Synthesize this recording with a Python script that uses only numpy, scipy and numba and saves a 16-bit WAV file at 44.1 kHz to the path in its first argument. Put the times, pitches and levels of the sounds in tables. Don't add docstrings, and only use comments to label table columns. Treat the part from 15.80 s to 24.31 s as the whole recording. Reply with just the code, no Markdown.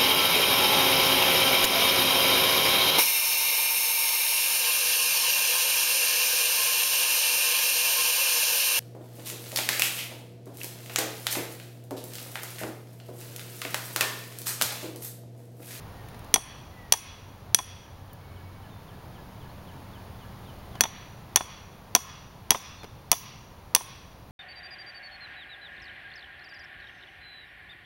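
import sys
import numpy as np
from scipy import signal
from scipy.fft import rfft, irfft
from scipy.io import wavfile
from numba import njit

SR = 44100
rng = np.random.default_rng(int(sys.argv[2]) if len(sys.argv) > 2 else 0)


def log_audio(samples):
    frames = np.atleast_2d(samples).T
    limited = np.clip(frames, -1, 1)
    pcm = np.round(limited * 32767).astype(np.int16)
    wavfile.write(sys.argv[1], SR, pcm)


N = 375275
TIME = np.arange(N) / SR


def undb(db):
    return 10 ** (np.asarray(db) / 20)


def add(track, s, sound):
    i = int(s * SR)
    track[i:i + len(sound)] += sound[:N - i]


def noise(spectrum, size):
    hz, db = np.transpose(spectrum)
    bins_hz = np.maximum(np.fft.rfftfreq(size, 1 / SR), 1)
    eq = undb(np.interp(np.log(bins_hz), np.log(hz), db))
    shaped = irfft(rfft(rng.standard_normal(size)) * eq, size)
    return shaped / shaped.std()


def fade(t, t60):
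    return np.exp(-np.log(1000) * t / t60)


def tilted(rows, tilt, pivot_hz):
    return [(hz, db + tilt * np.log2(max(hz / pivot_hz, 1 / 4)), *rest) for hz, db, *rest in rows]


def ring(modes, t, detune, scatter_db):
    chance = rng.standard_normal((len(modes), 2))
    return sum(undb(db + scatter_db * a) * fade(t, t60) * np.sin(2 * np.pi * hz * (1 + detune * b) * t)
               for (hz, db, t60), (a, b) in zip(modes, chance))


# (frequency [Hz], relative level [dB])
RUMBLE_SPECTRUM = [(20, -5), (50, 0.5), (110, 5.5), (200, -4), (330, -9.5), (600, -10), (950, -9.5),
                   (1400, -17), (2200, -22.5), (4500, -27.5), (9000, -50.5)]
def traffic():
    return undb(-43.5) * noise(RUMBLE_SPECTRUM, N)


# (peak time [s], half width [s], level [dB])
ENGINE_SWELLS = [(2.1, .8, -43.5), (4.5, 1.6, -53)]
def engine(start_hz=91.8, rise_hz_per_s=.9):
    breeze = [(2, 0), (8, -12), (30, -50), (200, -120)]  # (wobble rate [Hz], relative level [dB])
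    hz = start_hz + rise_hz_per_s * TIME + noise(breeze, N)
    phase = 2 * np.pi * np.cumsum(hz) / SR
    out = np.zeros(N)
    for harmonic, (s, width_s, db) in enumerate(ENGINE_SWELLS, 1):
        swell = 1 / np.hypot(1, ((TIME - s) / width_s) ** 4)
        out += undb(db + 2 * noise(breeze, N)) * swell * np.sin(harmonic * phase)
    return out


# (frequency [Hz], relative level [dB])
YARD_SPECTRUM = [(100, -5), (900, -3), (3000, -3), (6000, -2.5), (16000, -1.5)]
WOODS_SPECTRUM = [(100, -13), (500, -16), (1100, 5.5), (2600, 4.5), (4500, -1), (6000, -7.5), (10000, -21),
                  (16000, -29.5)]
def outdoors(x, echo_s=.15):
    t = TIME[:SR * 3 // 2]
    near = noise(YARD_SPECTRUM, len(t)) * fade(t, .3) * np.clip(t / .012, 0, 1)
    from_peak = np.abs(t - echo_s) * np.where(t < echo_s, .5, 1)
    far = noise(WOODS_SPECTRUM, len(t)) * fade(from_peak, .86)
    response = undb(-27) * near / np.linalg.norm(near) + undb(-34) * far / np.linalg.norm(far)
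    return signal.fftconvolve(x, response)[:N]


def whistle(length, start_hz, end_hz, bend):
    u = np.linspace(0, 1, int(length * SR))
    flutter, waver = (np.interp(u, np.linspace(0, 1, 14), c) for c in rng.standard_normal((2, 14)))
    hz = (start_hz + (end_hz - start_hz) * u ** bend) * (1 + .006 * waver)
    envelope = np.sqrt(np.abs(np.sin(np.pi * u))) * undb(2 * flutter)
    return envelope * np.sin(2 * np.pi * np.cumsum(hz) / SR)


def song(count=12, start_s=2.03, period_s=.2615, first_length_s=.038, last_length_s=.082):
    out = np.zeros(N)
    for k, (scatter_db, detune) in enumerate(rng.standard_normal((count, 2))):
        progress, pitch = k / (count - 1), 1 + .015 * detune
        s = start_s + k * period_s
        length = first_length_s + (last_length_s - first_length_s) * progress ** 2
        chirp = whistle(length, 4400 * pitch, 2830 * pitch, bend=.2 + .25 * progress)
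        low_note = whistle(.04, 1740, 1660, bend=1)
        add(out, s, undb(-57 + scatter_db) * chirp)
        add(out, s + length * 3 / 4, undb(-54 - 5 * progress) * low_note)
    return out


# (time [s], length [s], start pitch [Hz], end pitch [Hz], dry level [dB])
BIRD_CALLS = [(.12, 0.24, 1900, 1720, -59), (0.913, 0.19, 2020, 1860, -52), (2.38, 0.45, 2238, 2237, -60.5),
              (2.877, 0.11, 3680, 3460, -61), (3.69, 0.0268, 3970, 4830, -57.5),
              (6.981, 0.074, 4330, 4080, -51.5), (6.982, 0.052, 3600, 3520, -49)]
def birds():
    out = song()
    for s, length, start_hz, end_hz, db in BIRD_CALLS:
        add(out, s, undb(db) * whistle(length, start_hz, end_hz, bend=1.5))
    return out + undb(18.5) * outdoors(out)


# (time [s], level [dB], tilt on top of the base tilt [dB/octave])
HANDLING_TICKS = [(.2859, -43.5, -7), (.3452, -44, -9), (0.392, -44, -7), (.445, -45.5, -6),
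                  (1.173, -31, -3), (2.331, -36, 5), (4.954, -34, -11.5), (7.033, -29, -11.5),
                  (7.043, -26.5, -12.5)]
def handling(base_tilt=4.5):
    out, t = np.zeros(N), TIME[:SR // 10]
    for s, db, tilt in HANDLING_TICKS:
        spectrum = tilted(YARD_SPECTRUM, base_tilt + tilt, pivot_hz=2500)
        add(out, s, undb(db) * noise(spectrum, len(t)) * fade(t, .029))
    return out


# (frequency [Hz], relative level [dB], decay t60 [s])
SUPPORT_MODES = [(127.7, -18.5, 0.045), (222.2, -11, 0.076), (312, -5, 0.038), (430, -7, 0.052)]
def support():
    return ring(SUPPORT_MODES, TIME[:SR // 8], detune=.05, scatter_db=1)


# (frequency [Hz], relative level [dB])
FIBRE_SPECTRUM = [(80, -9), (400, -12), (950, 5), (1500, -10.5), (3000, -7), (6000, -30), (16000, -38.5)]
# (frequency [Hz], relative level [dB], decay t60 [s])
LOG_MODES = [(391, -31, 0.043), (615.3, -33, 0.043), (743, -19, 0.036), (857, -18, 0.032), (1040, -15, .04),
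             (1190, -23.5, 0.018), (1870, -26.5, 0.018), (2530, -30, 0.015), (3444, -26, 0.076)]
def wood(tilt=0):
    t = TIME[:SR // 8]
    fibres = undb(-13) * noise(tilted(FIBRE_SPECTRUM, tilt, pivot_hz=950), len(t)) * fade(t, .028)
    body = ring(tilted(LOG_MODES, tilt, pivot_hz=950), t, detune=.03, scatter_db=2)
    attack = 1 - fade(t, .0024)
    return (fibres + body) * attack


# (frequency [Hz], relative level [dB])
CRACK_SPECTRUM = [(100, -8), (600, -14), (1500, 1.5), (2800, 8), (5000, 6), (7000, -1.5), (10500, 4),
                  (14000, -3.5), (16000, -1)]
# (frequency [Hz], relative level [dB], base decay t60 [s])
HEAD_MODES = [(1832, -27, 0.044), (2470, -16.5, 0.022), (3379, -17.5, 0.057), (4546, -9.5, 0.02),
              (5889, 3, 0.023), (5980, -22, 0.11), (6435, 3, 0.0091), (7030, -20.5, .04),
              (8326, -9.5, 0.031), (9660, -16.5, 0.051), (11590, -6.5, 0.022), (12900, -13, 0.021),
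              (15710, -5.5, 0.014)]
BLADE_MODES = [(3337, -17.5, 0.04), (8405, -3.5, 0.023), (9840, 0.5, 0.016)]
def steel(tilt, crack_db, blade_db, decay_scale):
    t = TIME[:SR // 8]
    burst = noise(tilted(CRACK_SPECTRUM, tilt, pivot_hz=5500), len(t))
    crack = undb(crack_db - 2) * burst * fade(t, .011)
    heads = tilted(HEAD_MODES, tilt, pivot_hz=6000)
    blade = [(hz, db + blade_db, t60) for hz, db, t60 in BLADE_MODES]
    modes = [(hz, db, t60 * decay_scale) for hz, db, t60 in heads + blade]
    clang = ring(modes, t, detune=.002, scatter_db=1)
    attack = 1 - fade(t, .0013)
    return (crack + clang) * attack


# (time [s], gain [dB], tilt [dB/octave])
LOG_LANDINGS = [(0.579, -14, -8), (1.802, -18, -3), (5.019, -14, -7.5), (5.054, -9, 1), (5.608, -5.5, -1),
                (6.747, -2, -1), (6.7541, -6.5, -0.5), (8.0078, -12.5, -1)]
# (time [s], force [dB], steel tilt [dB/octave], crack trim [dB],
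# blade trim [dB], log trim [dB], thud trim [dB], rebound delay [s])
HAMMER_BLOWS = [(0.5409, 0, -2, 1, 5.5, -6.5, -14.5, 0.018), (1.1230, 4, -0.7, 2.5, 1, -10, -31, 0.013),
                (1.746, 4, -0.5, -0.5, 3, -15, -33.5, 0.042),
                (5.0078, -2.5, -2.5, 5, -8.5, -0.5, -17, 0.029),
                (5.5594, 2, -2.5, -0.5, -2, 0, -28.5, 0.011), (6.1505, 6, 0, 0, -9, 0, -16.5, 0.01),
                (6.7061, 8, 0.1, -1, -3.5, -2.5, -17.5, .0108),
                (7.3161, 6, 3.5, 5.5, -10, -4, -23.5, .0117), (7.9492, 2.5, 1.5, 7, 3.5, 0, -24.5, 0.012)]
def hammering(push_s=.0012, choke_per_db=.0648, rebound_loss_db_per_s=180.5):
    out = np.zeros(N)
    for s, db, tilt, crack_db, blade_db, log_db, thud_db, gap_s in HAMMER_BLOWS:
        thud = undb(thud_db) * support()
        decay_scale = 1.016 * np.exp(-choke_per_db * db)
        add(out, s, undb(db) * steel(tilt, crack_db, blade_db, decay_scale))
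        add(out, s + push_s, undb(db) * (undb(log_db) * wood() + thud))
        rebound = undb(-9.6 - rebound_loss_db_per_s * gap_s)
        add(out, s + gap_s, rebound * steel(tilt=-6.5, crack_db=1, blade_db=-8, decay_scale=.99))
        add(out, s + gap_s + push_s, rebound * undb(11.5) * wood())
    for s, db, tilt in LOG_LANDINGS:
        add(out, s, undb(db) * wood(tilt))
    return out


def scene():
    echoes = sum(outdoors(hammering()) for side in range(4))
    return (hammering() + echoes + handling() + birds() + traffic() + engine())[None]


@njit
def follow(x, attack_s, release_s):
    out, level = np.empty(len(x)), 0.
    for i in range(len(x)):
        level += (x[i] - level) / (SR * (attack_s if x[i] > level else release_s))
        out[i] = level
    return out


def record(dry):
    whine_hz, notch_hz, top_hz, threshold = 15735, 7900, 15900, .1
    hiss = undb(-58.5) * rng.standard_normal(N)
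    whine = undb(-69.5) * np.sin(2 * np.pi * whine_hz * TIME)
    notch = signal.iirnotch(notch_hz, Q=8, fs=SR)
    x = signal.lfilter(*notch, signal.lfilter(*notch, dry[0] + hiss + whine))
    excess = np.clip(np.abs(x) - threshold, 0, 1)
    quick_duck = 4.8 * follow(excess, attack_s=.0089, release_s=.085)
    slow_duck = 3.81 * follow(excess, attack_s=.015, release_s=1.094)
    ducked = x / (1 + quick_duck + slow_duck)
    clipped = .69 * np.tanh(ducked / .67)
    lowpass = signal.ellip(10, .2, 70, top_hz, fs=SR, output="sos")
    return signal.sosfilt(lowpass, clipped)[None]


dry = scene()
out = record(dry)
log_audio(out)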